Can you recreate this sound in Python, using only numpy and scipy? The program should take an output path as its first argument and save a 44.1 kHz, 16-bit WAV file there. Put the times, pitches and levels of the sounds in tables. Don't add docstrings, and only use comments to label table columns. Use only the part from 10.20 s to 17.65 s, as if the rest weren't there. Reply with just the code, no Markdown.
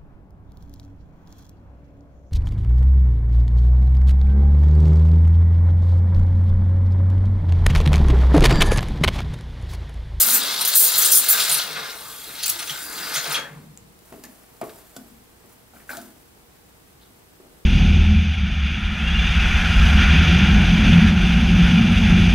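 import sys
import numpy as np
from scipy import signal
from scipy.fft import rfft, irfft, next_fast_len
from scipy.io import wavfile
from scipy.ndimage import uniform_filter1d

SR = 44100
rng = np.random.default_rng(int(sys.argv[2]) if len(sys.argv) > 2 else 0)


def bounce(signal):
    frames = np.transpose(np.atleast_2d(signal))
    limited = np.clip(frames, -1, 1)
    pcm = np.round(limited * 32767).astype(np.int16)
    wavfile.write(sys.argv[1], SR, pcm)


def undo_db(level):
    steps = np.asarray(level, float) / 20
    return 10 ** steps


N = 328545

# [f/Hz, level/dB per Hz]
JET_COLOUR = [(2650, -36), (4500, -13), (7850, -0.5), (8680, -3), (10600, -4.5), (11500, -3), (14000, -5.5),
              (15100, 1), (16000, -18)]
TEAR_COLOUR = [(1180, -60.5), (2000, -28), (2270, -33.5), (2950, 3), (3260, 3.5), (4170, 4.5), (5160, 2),
               (6500, -5), (8450, -20.5), (14300, -120)]
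BODY_COLOUR = [(410, -29), (700, -7.5), (1040, -8.5), (1390, -2), (1840, -5.5), (2060, -4), (2280, -7),
               (2650, -6), (3510, -25.5), (5940, -120)]
RUMBLE_COLOUR = [(47, -49.5), (80, -41), (140, -2.5), (210, -3), (330, -0.5), (450, 2), (610, -2),
                 (760, 0.5), (1170, 0.5), (1980, -120)]
# [t/s, level/dB]
JET_FLOW = [(0, -14), (.06, -22), (.15, -17), (.19, -30), (.4, -30), (.5, -30.5), (.54, -21.5), (.62, -20),
            (.8, -23), (.97, -13.5), (1.01, -23), (1.24, -23.5), (1.46, -35.5), (1.62, -42), (2.05, -39),
            (2.55, -36), (3.1, -33.5), (3.17, -47)]
# [t/s, churn level/dB, tip depth as level added to body and rumble/dB]
CHURN = [(0, -27, -4), (.2, -25.5, -4), (.5, -24.5, -7.5), (.8, -23, -6.5), (1.0, -28.5, -4),
         (1.151, -25, -2), (1.4, -25.5, -4), (1.47, -33.5, 1), (1.62, -32.5, 1), (1.79, -43, 2),
         (2.1, -42, -6), (2.3, -45.5, -3.5), (2.56, -36, -2.5), (2.68, -43, 2), (2.82, -35, 0.5),
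         (3.05, -34, 2.5), (3.16, -31.5, 5), (3.22, -51.5, 26)]
# [t/s, lift/dB, half width/s, share felt in the body]
SURGES = [(.15, 1, 0.016, 4.7), (.54, 2.5, 0.0084, 1.5), (0.584, -10, 0.0081, 9.2),
          (.63, -5.5, 0.035, 0.67), (.75, 1.5, 0.011, 1.2), (1.11, 0, 0.023, 3), (1.201, 6, 0.018, 1.06),
          (2.109, 0.5, 0.058, 14), (2.25, 17, 0.06, 0.86), (2.41, 7.5, 0.074, 1.96),
          (2.47, -7.5, 0.047, 1.27), (2.51, 7, 0.014, 0.9), (2.97, 5.5, 0.017, 1.4), (3.09, 4, 0.032, 0.41)]
# [f/Hz, width/Hz, lift/dB]
STEAM_MODES = [(1240, 45, 6), (1415, 45, 8), (1575, 30, 6), (1700, 50, 5), (2135, 35, 8), (2760, 150, 4),
               (3310, 160, 2), (3760, 120, 5), (4200, 200, 3), (7760, 45, 4), (8490, 60, 8),
               (9500, 150, 5), (10480, 75, 5), (12550, 300, 5),
               (3040, 110, -10), (7930, 200, -9), (14100, 400, -4), (15690, 150, 12),
               (446.5, 32, 7.5), (600.6, 34, 8.5), (750, 40, -5), (860, 70, 2.5), (1040, 36, -1),
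               (1134, 30, 3.5), (1360, 16, -3), (1706, 25, -3.5), (1820, 35, 1.5), (1892, 50, -10),
               (1916, 56, 6.5), (2230, 50, -3.5), (340, 80, -2.5)]
# [t/s, peak level/dB,
# length/s, tilt/dB per octave, loudest f/Hz]
SPURTS = [(.0024, -0.5, 0.028, 4.5, 12200), (0.056, -7.5, 0.077, 7, 12240), (0.103, -12.5, 0.037, 13, 9760),
          (0.14, -5, 0.035, 3, 13300), (.2312, -16, .005, -2.5, 9530), (0.253, -18.5, 0.0082, 2, 13000),
          (0.333, -17, 0.0092, -5, 11320), (0.388, -17.5, 0.008, -7, 9000), (0.409, -9.5, 0.013, 1, 10240),
          (0.449, -5.5, 0.0099, 0.5, 11300), (0.473, -3, .01, 3.5, 13060),
          (0.486, -9.5, 0.011, -2.5, 14300), (0.536, -16, 0.021, 0.5, 8740), (0.5506, 2, 0.034, 4.5, 14000),
          (.594, -2, 0.049, 5.5, 12500), (0.646, -4, 0.036, 5, 12660), (0.755, -9, 0.016, 3.5, 13440),
          (.779, 0, 0.019, 7, 13230), (0.813, -7.5, 0.0076, 4.5, 8000), (0.821, 0, 0.0069, 0, 12200),
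          (0.846, -1, 0.018, 6.5, 8960), (0.9157, 1, .007, 4, 12370), (0.921, -1, 0.029, 2, 12380),
          (0.95, -1.5, 0.038, 7.5, 9220), (1.084, -1, 0.016, 6.5, 9600), (1.1, -1, 0.03, 6, 12320),
          (1.194, -10, 0.025, -0.5, 9520), (1.25, -18, .008, -3, 7000), (1.292, -4, .008, -2, 6950),
          (1.313, -4.5, 0.035, 1.5, 9500), (1.372, -12, 0.011, 5.5, 11900),
          (2.2286, -9.5, 0.012, -6.5, 4420), (2.258, -10, .008, -3, 4700), (2.279, -12, .005, 1, 8230),
          (2.292, -4.5, 0.0088, 0, 12430), (2.389, -15, 0.014, -8, 3870),
          (2.939, -13, .016, -4.5, 5400), (2.957, -14.5, .022, -10.5, 6720),
               (2.98, -17, .01, -10, 5970), (3.041, -20, 0.0046, -13.5, 3300),
               (3.105, -15, .012, -10.5, 8800), (3.121, -14.5, .014, -2, 5500),
               (3.142, -13, 0.021, -12.5, 2700), (3.176, -22, .008, -17, 1700)]
# [t/s, peak level/dB, length/s, loudest f/Hz]
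SLURPS = [(1.1745, -15, 0.032, 4250), (1.297, -14, 0.01, 3830), (1.343, -10.5, 0.0078, 4100),
          (1.381, -13.5, .01, 3860), (1.396, -19, 0.0096, 3300), (1.416, -15.5, 0.011, 4070),
          (1.517, -24.5, 0.0068, 3740), (1.555, -33, .006, 3810), (1.567, -19, 0.0077, 3790),
          (1.599, -29.5, 0.0075, 2300), (1.65, -35, 0.011, 3730), (1.697, -25, .01, 4120),
          (2.423, -19.5, 0.0098, 3750), (2.472, -19.5, 0.012, 3300), (2.495, -18.5, 0.012, 3400),
          (2.778, -21, 0.016, 4000), (0.28, -22.5, .012, 4000), (0.414, -18.5, 0.0068, 4400),
          (0.681, -16.5, 0.016, 4000), (0.741, -15, 0.017, 3710), (1.201, -13, .004, 3300),
          (1.21, -14, 0.0036, 3600), (1.26, -19, 0.0045, 3900), (1.726, -27.5, 0.0046, 6470)]
# [f/Hz, level/dB per Hz]
SPURT_COLOUR = [(100, -110), (1500, -34), (3000, -11.5), (4200, -12), (6000, -7.5), (9500, -4.5),
                (12500, -8), (15500, -5.5), (16000, -15.5)]
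# [f/Hz, level/dB, t60/s]
SQUEAL_MODES = [(3250, -20, .15), (3310, -23, .15), (6530, -30, .13), (9750, -31, .11), (2650, -29, .07),
                (3265, -38, .45), (3320, -43, .4), (6540, -52, .3)]
# [start t/s, end t/s, f/Hz, width/Hz,
# level/dB]
FUZZY_TONES = [(1.4, 3.2, 8500, 200, -52.5), (1.4, 3.2, 11300, 550, -50.5), (1.4, 3.2, 15000, 600, -53),
               (2.55, 3.1, 4820, 300, -44), (1.75, 2.65, 3280, 200, -52), (2.4, 3.3, 1500, 450, -43),
               (2.7, 3.2, 6570, 150, -50), (.1, .2, 7770, 150, -32), (.02, .2, 250, 90, -45),
               (3.2, 3.55, 170, 90, -55), (2.82, 3.0, 4820, 200, -43),
               (0.17, 0.52, 1100, 720, -39), (0.81, 1, 450, 200, -46), (2.06, 2.16, 380, 190, -48),
           (2.3, 2.45, 330, 54, -53), (2.72, 2.84, 190, 79, -54), (2.15, 2.4, 120, 100, -57.5),
           (3.08, 3.3, 1650, 350, -41), (3.55, 3.75, 140, 110, -56.5), (1.8, 2, 1200, 300, -48),
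           (3.25, 3.5, 250, 110, -55), (.85, 1.1, 200, 80, -58), (2.55, 3, 306, 82, -54)]
# [t/s, peak level/dB, length/s]
THUMPS = [(.72, -47, 0.087), (1.15, -49, 0.089), (1.27, -43, .1), (1.34, -43, 0.061), (1.41, -48, 0.26),
          (2.09, -56, 0.054), (2.49, -40, 0.062), (2.955, -40, 0.055), (3.06, -39, 0.089),
          (3.295, -36.5, 0.067), (3.35, -38, 0.06), (3.475, -44.5, 0.067)]
# [t/s, peak level/dB, main f/Hz, rattle level/dB, counter boom level/dB]
KNOCKS = [(3.922, -34, 670, 6.5, -1), (3.94, -34.5, 404, -8.5, -21), (3.981, -38.5, 408, -8.5, -15.5),
          (4.037, -40, 860, 10, 2), (4.414, -19, 672, -2, -34), (4.429, -24.5, 398, 0, -17),
          (4.7633, -34.5, 706, 6.5, -4.5), (5.239, -49, 368, 7, -6), (5.535, -43.5, 740, 5, -4),
          (5.563, -49, 636, 5, -15), (5.599, -54, 610, 13, -15), (5.6921, -20.5, 1525, -11.5, -24.5),
          (5.704, -21.5, 1557, -10, -23), (5.731, -28, 1400, -2.5, -16), (5.771, -25.5, 700, -7.5, -13),
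          (5.786, -40.5, 759, -10, 0), (7.199, -39.5, 382, -4, -8)]
# [f/Hz, level/dB per Hz]
RATTLE_COLOUR = [(71, -37), (120, 2.5), (412, -3), (711, -4), (971, -11.5), (1100, -7.5), (1290, -9),
                 (1580, -17), (1790, -21), (5000, -28), (6500, -60), (11000, -120)]
BOOM_COLOUR = [(110, -29.5), (160, -8.5), (240, 4.5), (290, 0), (400, -13), (650, -16.5), (1000, -42)]
# [t/s, peak level/dB]
CRACK = (6700, 0.044, 2.9)
CRACKS = [(3.925, -47), (4.0378, -33.5), (4.051, -37.5), (4.413, -36.5), (4.765, -32), (5.694, -42),
          (5.7697, -30), (5.8148, -41.5)]
PING = (1900, 0.14, 33)
PINGS = [(3.924, -45), (4.037, -40.5), (4.4134, -41.5), (4.43, -56), (5.5618, -48.5), (5.6007, -47.5),
         (5.692, -37.5), (5.718, -44.5)]
SCRAPE = (4200, 0.24, 32)
SCRAPES = [(5.7135, -39.5), (5.7394, -52), (5.77, -45)]
SWISH = (11000, 0.093, 8.9)
SWISHES = [(4.439, -41), (4.7646, -69), (5.2594, -50), (5.3248, -47), (5.7194, -44)]
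SQUEAK = (3700, 0.097, 61)
SQUEAKS = [(6.8129, -48), (6.8294, -50), (6.8594, -55)]
SHUFFLE = (490, 0.18, 13)
SHUFFLES = [(7.23, -43.5), (7.327, -47.5)]
# [t/s, peak level/dB, centre f/Hz, t60/s, narrowness/dB per octave squared]
ODD_TICKS = [
    (3.5748, -40, 9000, 0.006, 4),
    (3.79, -49, 7500, 0.027, 3),
    (4.4945, -37, 2980, 0.037, 15),
    (4.766, -42, 235, 0.86, 150),
    (5.772, -38, 280, 0.46, 58),
    (5.745, -42, 273, .3, 60),
]
VENT = [
    (3.19, -33.5, 1400, 0.58, 8.5),
    (3.175, -38, 7500, .4, 4),
]
# [t/s, peak level/dB, centre f/Hz, t60/s]
BUZZES = [(3.926, -37.5, 394, 0.2), (3.926, -36.5, 730, 0.11), (4.04, -45, 1750, 0.13),
          (4.416, -35, 1170, .2), (4.44, -32, 410, 0.27), (4.43, -35, 687, 0.22), (4.418, -43, 1900, .18),
          (4.418, -45, 2350, .15), (4.495, -44, 1580, .05), (5.716, -34, 1550, 0.13),
          (5.695, -35, 2270, 0.18), (5.72, -35.5, 800, .2), (5.735, -35, 1384, 0.23),
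          (5.745, -39.5, 1640, .25), (5.772, -29.5, 663, 0.091), (5.79, -41.5, 1554, 0.18),
          (5.535, -46, 1350, .05), (5.56, -44, 1450, .15)]
# [t/s, f/Hz, level/dB, t60/s]
KNOB_SNAP = (3.5748, 7200, -27, .004)
# [f/Hz, level/dB, t60/s]
CLINK_MODES = [(1475, -45, .09), (1500, -50, .12), (3450, -43, .045), (4565, -42, .02), (5512, -44, .025),
               (6800, -41, .015), (7950, -47, .015)]
# [peak t/s, level/dB, fade/dB per s]
WIPES = [
    (3.84, -53, 4.5),
    (3.94, -50.5, 70),
    (4.06, -52, 32),
    (4.46, -47.5, 20),
    (4.8, -51.5, 30),
    (5.3, -55, 37),
    (5.55, -50.5, 48),
    (5.711, -38.5, 79),
    (5.9, -55.5, 25),
    (7.22, -64, 24.5),
]
# [f/Hz, level/dB per Hz]
CLOTH_COLOUR = [(350, -53), (600, 1.5), (1070, -4), (1330, -5), (2270, -11.5), (3830, -14.5),
                (10000, -10.5), (16000, -9)]
# [f/Hz, level/dB per Hz]
ROOM_COLOUR = [(12, -40.5), (20, -13), (65, -7), (187, -8), (228, -8.5), (301, -8.5), (471, -10),
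               (573, -17.5), (737, -13), (1220, -18), (1610, -19), (2590, -22), (16000, -30.5)]
# [f/Hz, likeness]
ROOM_LIKENESS = [(60, .9), (130, .75), (290, .25), (640, -.2), (1410, -.3), (3100, -.2), (7300, -.1),
                 (7700, .95), (16000, .96)]
# [f/Hz, level/dB]
FRIDGE_HUM = [(59, -63), (475, -66)]
# [f/Hz, t60/s]
KITCHEN_T60 = [(200, 0.8), (1000, 0.32), (4000, 0.29), (12000, 0.19)]
# [f/Hz, phase/rad]
LEFT_LEADS = [(100, 0.61), (900, -1.21), (4300, -0.61), (6500, -1.25), (7800, 0), (16000, 0.19)]
# [f/Hz, level/dB]
PORT_WIDTH = [(60, -10), (300, -8), (1000, -11.5), (6000, 1), (9000, 2.5), (16000, 0.5)]
# [f/Hz, side over mid level/dB]
NARROW_UNDER = [(2200, -60), (2300, -11), (4400, -11), (4500, -22), (7400, -20), (7600, -8), (16000, -8)]


def evened(x):
    return x / np.sqrt(np.mean(x ** 2) + 1e-20)


def read(points, hz):
    f, value = np.transpose(points)
    return np.interp(np.log(hz + 1), np.log(f + 1), value)


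def add(mix, s, sound):
    part = mix[max(round(s * SR), 0):][:len(sound)]
    part += sound[:len(part)]


def colour(x, db_of):
    return irfft(rfft(x) * undo_db(db_of(np.fft.rfftfreq(len(x), 1 / SR))), len(x))


def spit(size, grain_s, depth_db):
    grain = max(int(grain_s * SR), 1)
    jumps = evened(uniform_filter1d(rng.standard_normal(size), grain))
    return evened(rng.standard_normal(size) * undo_db(depth_db * jumps))


def patchy(x, depth_db):
    z = signal.stft(x, nperseg=512)[2]
    patches = uniform_filter1d(rng.standard_normal(z.shape), size=6, axis=0)
    patches = evened(uniform_filter1d(patches, size=8, axis=1))
    return evened(signal.istft(z * undo_db(depth_db * patches), nperseg=512)[1][:len(x)])


def walls(hz):
    modes = STEAM_MODES
    return sum(db / (1 + (2 * (hz - mode_hz) / width) ** 2) for mode_hz, width, db in modes)


def ring(hz, db, t60, t):
    return undo_db(db - 60 * t / t60) * np.sin(2 * np.pi * hz * t)


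def steam():
    t, out = np.arange(N) / SR, np.zeros(N)
    s, churn_db, depth_db = np.transpose(CHURN)
    churn_db, depth_db = np.interp(t, s, churn_db), np.interp(t, s, depth_db)
    tear_db, body_db = churn_db.copy(), churn_db.copy()
    for at, lift_db, half_s, share in SURGES:
        heave_db = lift_db * np.maximum(1 - abs(t - at) / (2 * half_s), 0)
        tear_db += heave_db
        body_db += heave_db * share

    shut_s, drop_db, drain_db_per_s = 3.192, 14, 59
    since = t - shut_s
    shut_db = (since > 0) * (drop_db * np.minimum(since / 0.0092, 1) + drain_db_per_s * since)

    jet_db = np.interp(t, *np.transpose(JET_FLOW))
    rumble_db = -22 + 0.58 * (0.78 * churn_db + 0.28 * body_db) + 0.94 * depth_db
    layers = [  # colour, level dB, grain s, grain dB, patch dB
        (JET_COLOUR, jet_db - .5 * shut_db, .003, 2.4, 2.),
        (TEAR_COLOUR, tear_db - .5 * shut_db, .004, 2.6, 1.1),
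        (BODY_COLOUR, body_db + depth_db - 1.3 * shut_db, .008, 1.8, 1.3),
        (RUMBLE_COLOUR, rumble_db - 0.92 * shut_db, .02, 1.8, 1.3)]
    for shape, level_db, grain_s, grain_db, patch_db in layers:
        hiss = colour(spit(N, grain_s, grain_db), lambda hz: read(shape, hz) + walls(hz))
        out += patchy(hiss, patch_db) * undo_db(level_db - 3.0)
    return out


def spurts():
    out, t = np.zeros(N), np.arange(8192) / SR
    slurp_tilt_db, focus_db, focus_octaves = -11, 7.5, 0.17
    slurps = [(s, db, length, slurp_tilt_db, hz) for s, db, length, hz in SLURPS]
    for s, db, length, tilt_db, hz in SPURTS + slurps:
        def gulp_db(f):
            tilt = np.clip(tilt_db, -15, 12) * np.log2((f + 500) / 9000)
            focus = focus_db * np.exp(-(np.log2((f + 1) / hz) / focus_octaves) ** 2)
            return read(SPURT_COLOUR, f) + 0.333 * walls(f) + tilt + focus

        burst = patchy(colour(spit(len(t), 0.0012, 1.85), gulp_db), 3.44)
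        fall_s = 0.0073 + 0.16 * length
        shape = np.minimum(t / 0.0015, 1) * np.exp(-np.maximum(t - length, 0) / fall_s)
        add(out, s, undo_db(db - 13.0) * burst * shape)
    return out


def valve_squeal():
    out, t = np.zeros(N), np.arange(20000) / SR
    rise_s = .005
    add(out, 3.143, sum(ring(*mode, t) for mode in SQUEAL_MODES) * np.minimum(t / rise_s, 1))
    return out


def resonate(x, hz, width):
    return evened(colour(x, lambda f: -20 * np.log10(1 + (2 * (f - hz) / width) ** 2)))


def whistles():
    out = np.zeros(N)
    for start, end, hz, width, db in FUZZY_TONES:
        size = 256 * int((end - start) * SR / 256)
        tone = resonate(spit(SR * 2, .03, 1.8), hz, width)[:size]
        add(out, start, undo_db(db) * tone * signal.windows.tukey(size, .45))
    return out


def thumps():
    out = np.zeros(N)
    start_hz, sag = 165, .2
    for s, db, length in THUMPS:
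        t = np.arange(0, length, 1 / SR)
        swell = np.sin(np.pi * t / length) ** 2
        add(out, s, undo_db(db) * swell * np.sin(2 * np.pi * start_hz * t * (1 - sag * t / length / 2)))
    return out


def knocks():
    out, t = np.zeros(N), np.arange(16000) / SR
    boom_t60_s, boom_rise_s, rise_s = 0.5, 0.0041, .0013
    for s, db, hz, rattle_db, boom_db in KNOCKS:
        t60 = 0.087 * (700 / hz) ** .45
        note = ring(hz * .985, -7, t60, t) + ring(hz * 1.03, -8.5, 0.98 * t60, t)
        rattle = evened(colour(rng.standard_normal(len(t)), lambda f: read(RATTLE_COLOUR, f)))
        rattle *= undo_db(rattle_db - 11.5 - 45 * t / t60)
        boom = evened(colour(rng.standard_normal(len(t)), lambda f: read(BOOM_COLOUR, f)))
        boom *= undo_db(boom_db - 8.5 - 60 * t / boom_t60_s) * np.minimum(t / boom_rise_s, 1)
        add(out, s, undo_db(db) * (note + rattle + boom) * np.minimum(t / rise_s, 1))
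    return out


def ticks():
    out, t = np.zeros(N), np.arange(16000) / SR
    kinds = [(CRACK, CRACKS), (PING, PINGS), (SCRAPE, SCRAPES),
             (SWISH, SWISHES), (SQUEAK, SQUEAKS), (SHUFFLE, SHUFFLES)]
    events = ODD_TICKS + VENT
    events = events + [(*row, 220) for row in BUZZES]
    events = events + [(*row, *kind) for kind, rows in kinds for row in rows]
    for s, db, hz, t60, narrow_db in events:
        noise = rng.standard_normal(len(t))
        tick = evened(colour(noise, lambda f: -max(narrow_db, 1) * np.log2((f + 1) / hz) ** 2))
        add(out, s, tick * undo_db(db - 60 * t / t60 - 60 * min(t60, .1)))
    add(out, KNOB_SNAP[0], ring(*KNOB_SNAP[1:], t))
    add(out, 4.7638, sum(ring(*mode, t) for mode in CLINK_MODES))
    return out


def cloth():
    t = np.arange(N) / SR
    rise_db_per_s, held_db, pickup_s = 384, -61, 3.5
    strokes = [db - np.maximum(rise_db_per_s * (s - t), fade_db * (t - s)) for s, db, fade_db in WIPES]
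    rub = patchy(colour(spit(N, 0.012, 1.7), lambda hz: read(CLOTH_COLOUR, hz)), 0.73)
    held = undo_db(held_db) * np.clip((t - pickup_s) / 0.28, 0, 1)
    return rub * np.maximum(undo_db(np.max(strokes, axis=0)), held)


def kitchen(x):
    taps = np.zeros((2, 22050))
    at = np.arange(100, 22000, 20) + rng.integers(0, 20, (2, 1095))
    np.put_along_axis(taps, at, rng.choice([-1., 1.], at.shape), 1)
    hz, t, z = signal.stft(taps, SR, nperseg=256)
    decay = undo_db(-60 * t / read(KITCHEN_T60, hz)[:, None])
    tail = signal.istft(z * decay, SR, nperseg=256)[1]
    return signal.fftconvolve(x[None], tail / np.linalg.norm(tail[0]), axes=1)[:, :N]


def placed(x, left_db, wet_db):
    size = next_fast_len(N + 8192)
    lead = np.exp(1j * read(LEFT_LEADS, np.fft.rfftfreq(size, 1 / SR)))
    left = irfft(rfft(x, size) * lead, size)[:N]
    wet = undo_db(wet_db) * kitchen(x)
    mid = wet.mean(0)
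    side = np.pad(wet[0] - wet[1], (0, size - N)) / 2
    side = colour(side, lambda hz: read(PORT_WIDTH, hz))[:N]
    return (np.array([left, x]) + [mid + side, mid - side]) * undo_db([[left_db / 2], [-left_db / 2]])


def room_tone():
    hz, t = np.fft.rfftfreq(N, 1 / SR), np.arange(N) / SR
    same = np.clip(read(ROOM_LIKENESS, hz), -.99, .99)
    a, b = rfft(rng.standard_normal((2, N)))
    pair = np.array([a, same * a + np.sqrt(1 - same ** 2) * b])
    air = evened(irfft(pair * undo_db(read(ROOM_COLOUR, hz)), N))
    hum = sum(undo_db(db) * np.sin(2 * np.pi * f * t) for f, db in FRIDGE_HUM)
    return undo_db(-54.5 + 1.5) * air + hum


def narrowed(x):
    mid_side = np.array([x[0] + x[1], x[0] - x[1]]) / 2
    hz, t, z = signal.stft(mid_side, SR, nperseg=2048)

    def cell(v):
        return np.repeat(v[..., ::32, :], 32, axis=-2)[..., :len(hz), :]

    power = abs(cell(uniform_filter1d(abs(z) ** 2, size=32, axis=1, origin=-16))) + 1e-30
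    whim_db = 5 * cell(uniform_filter1d(rng.standard_normal(z[0].shape), size=3, axis=1))
    side_db = 10 * np.log10(power[1] / power[0])
    keep = side_db + whim_db > read(NARROW_UNDER, hz)[:, None]
    mid, side = signal.istft(np.array([z[0], z[1] * keep]), SR, nperseg=2048)[1][:, :N]
    return np.array([mid + side, mid - side])


def scene():
    wand = placed(steam() + spurts() + valve_squeal() + whistles(), 2.3, -4.5)
    wiping = placed(knocks() + ticks() + cloth(), 1.2, -8)
    loud_db = 10 * np.log10(abs(uniform_filter1d((wand ** 2).mean(0), size=9000)) + 1e-12)
    duck_db = .5 * np.maximum(loud_db + 30, 0)
    return wand + thumps() + wiping + room_tone() / undo_db(duck_db)


def band_limit(x):
    return signal.sosfilt(signal.butter(12, 16100, fs=SR, output="sos"), x)


def record(dry):
    edge = signal.firwin(1601, 15770, window=("kaiser", 9), fs=SR)
    mix = signal.oaconvolve(narrowed(np.clip(dry, -1, 1)), edge[None], "same")
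    return band_limit(mix)


dry = scene()
out = record(dry)
bounce(out)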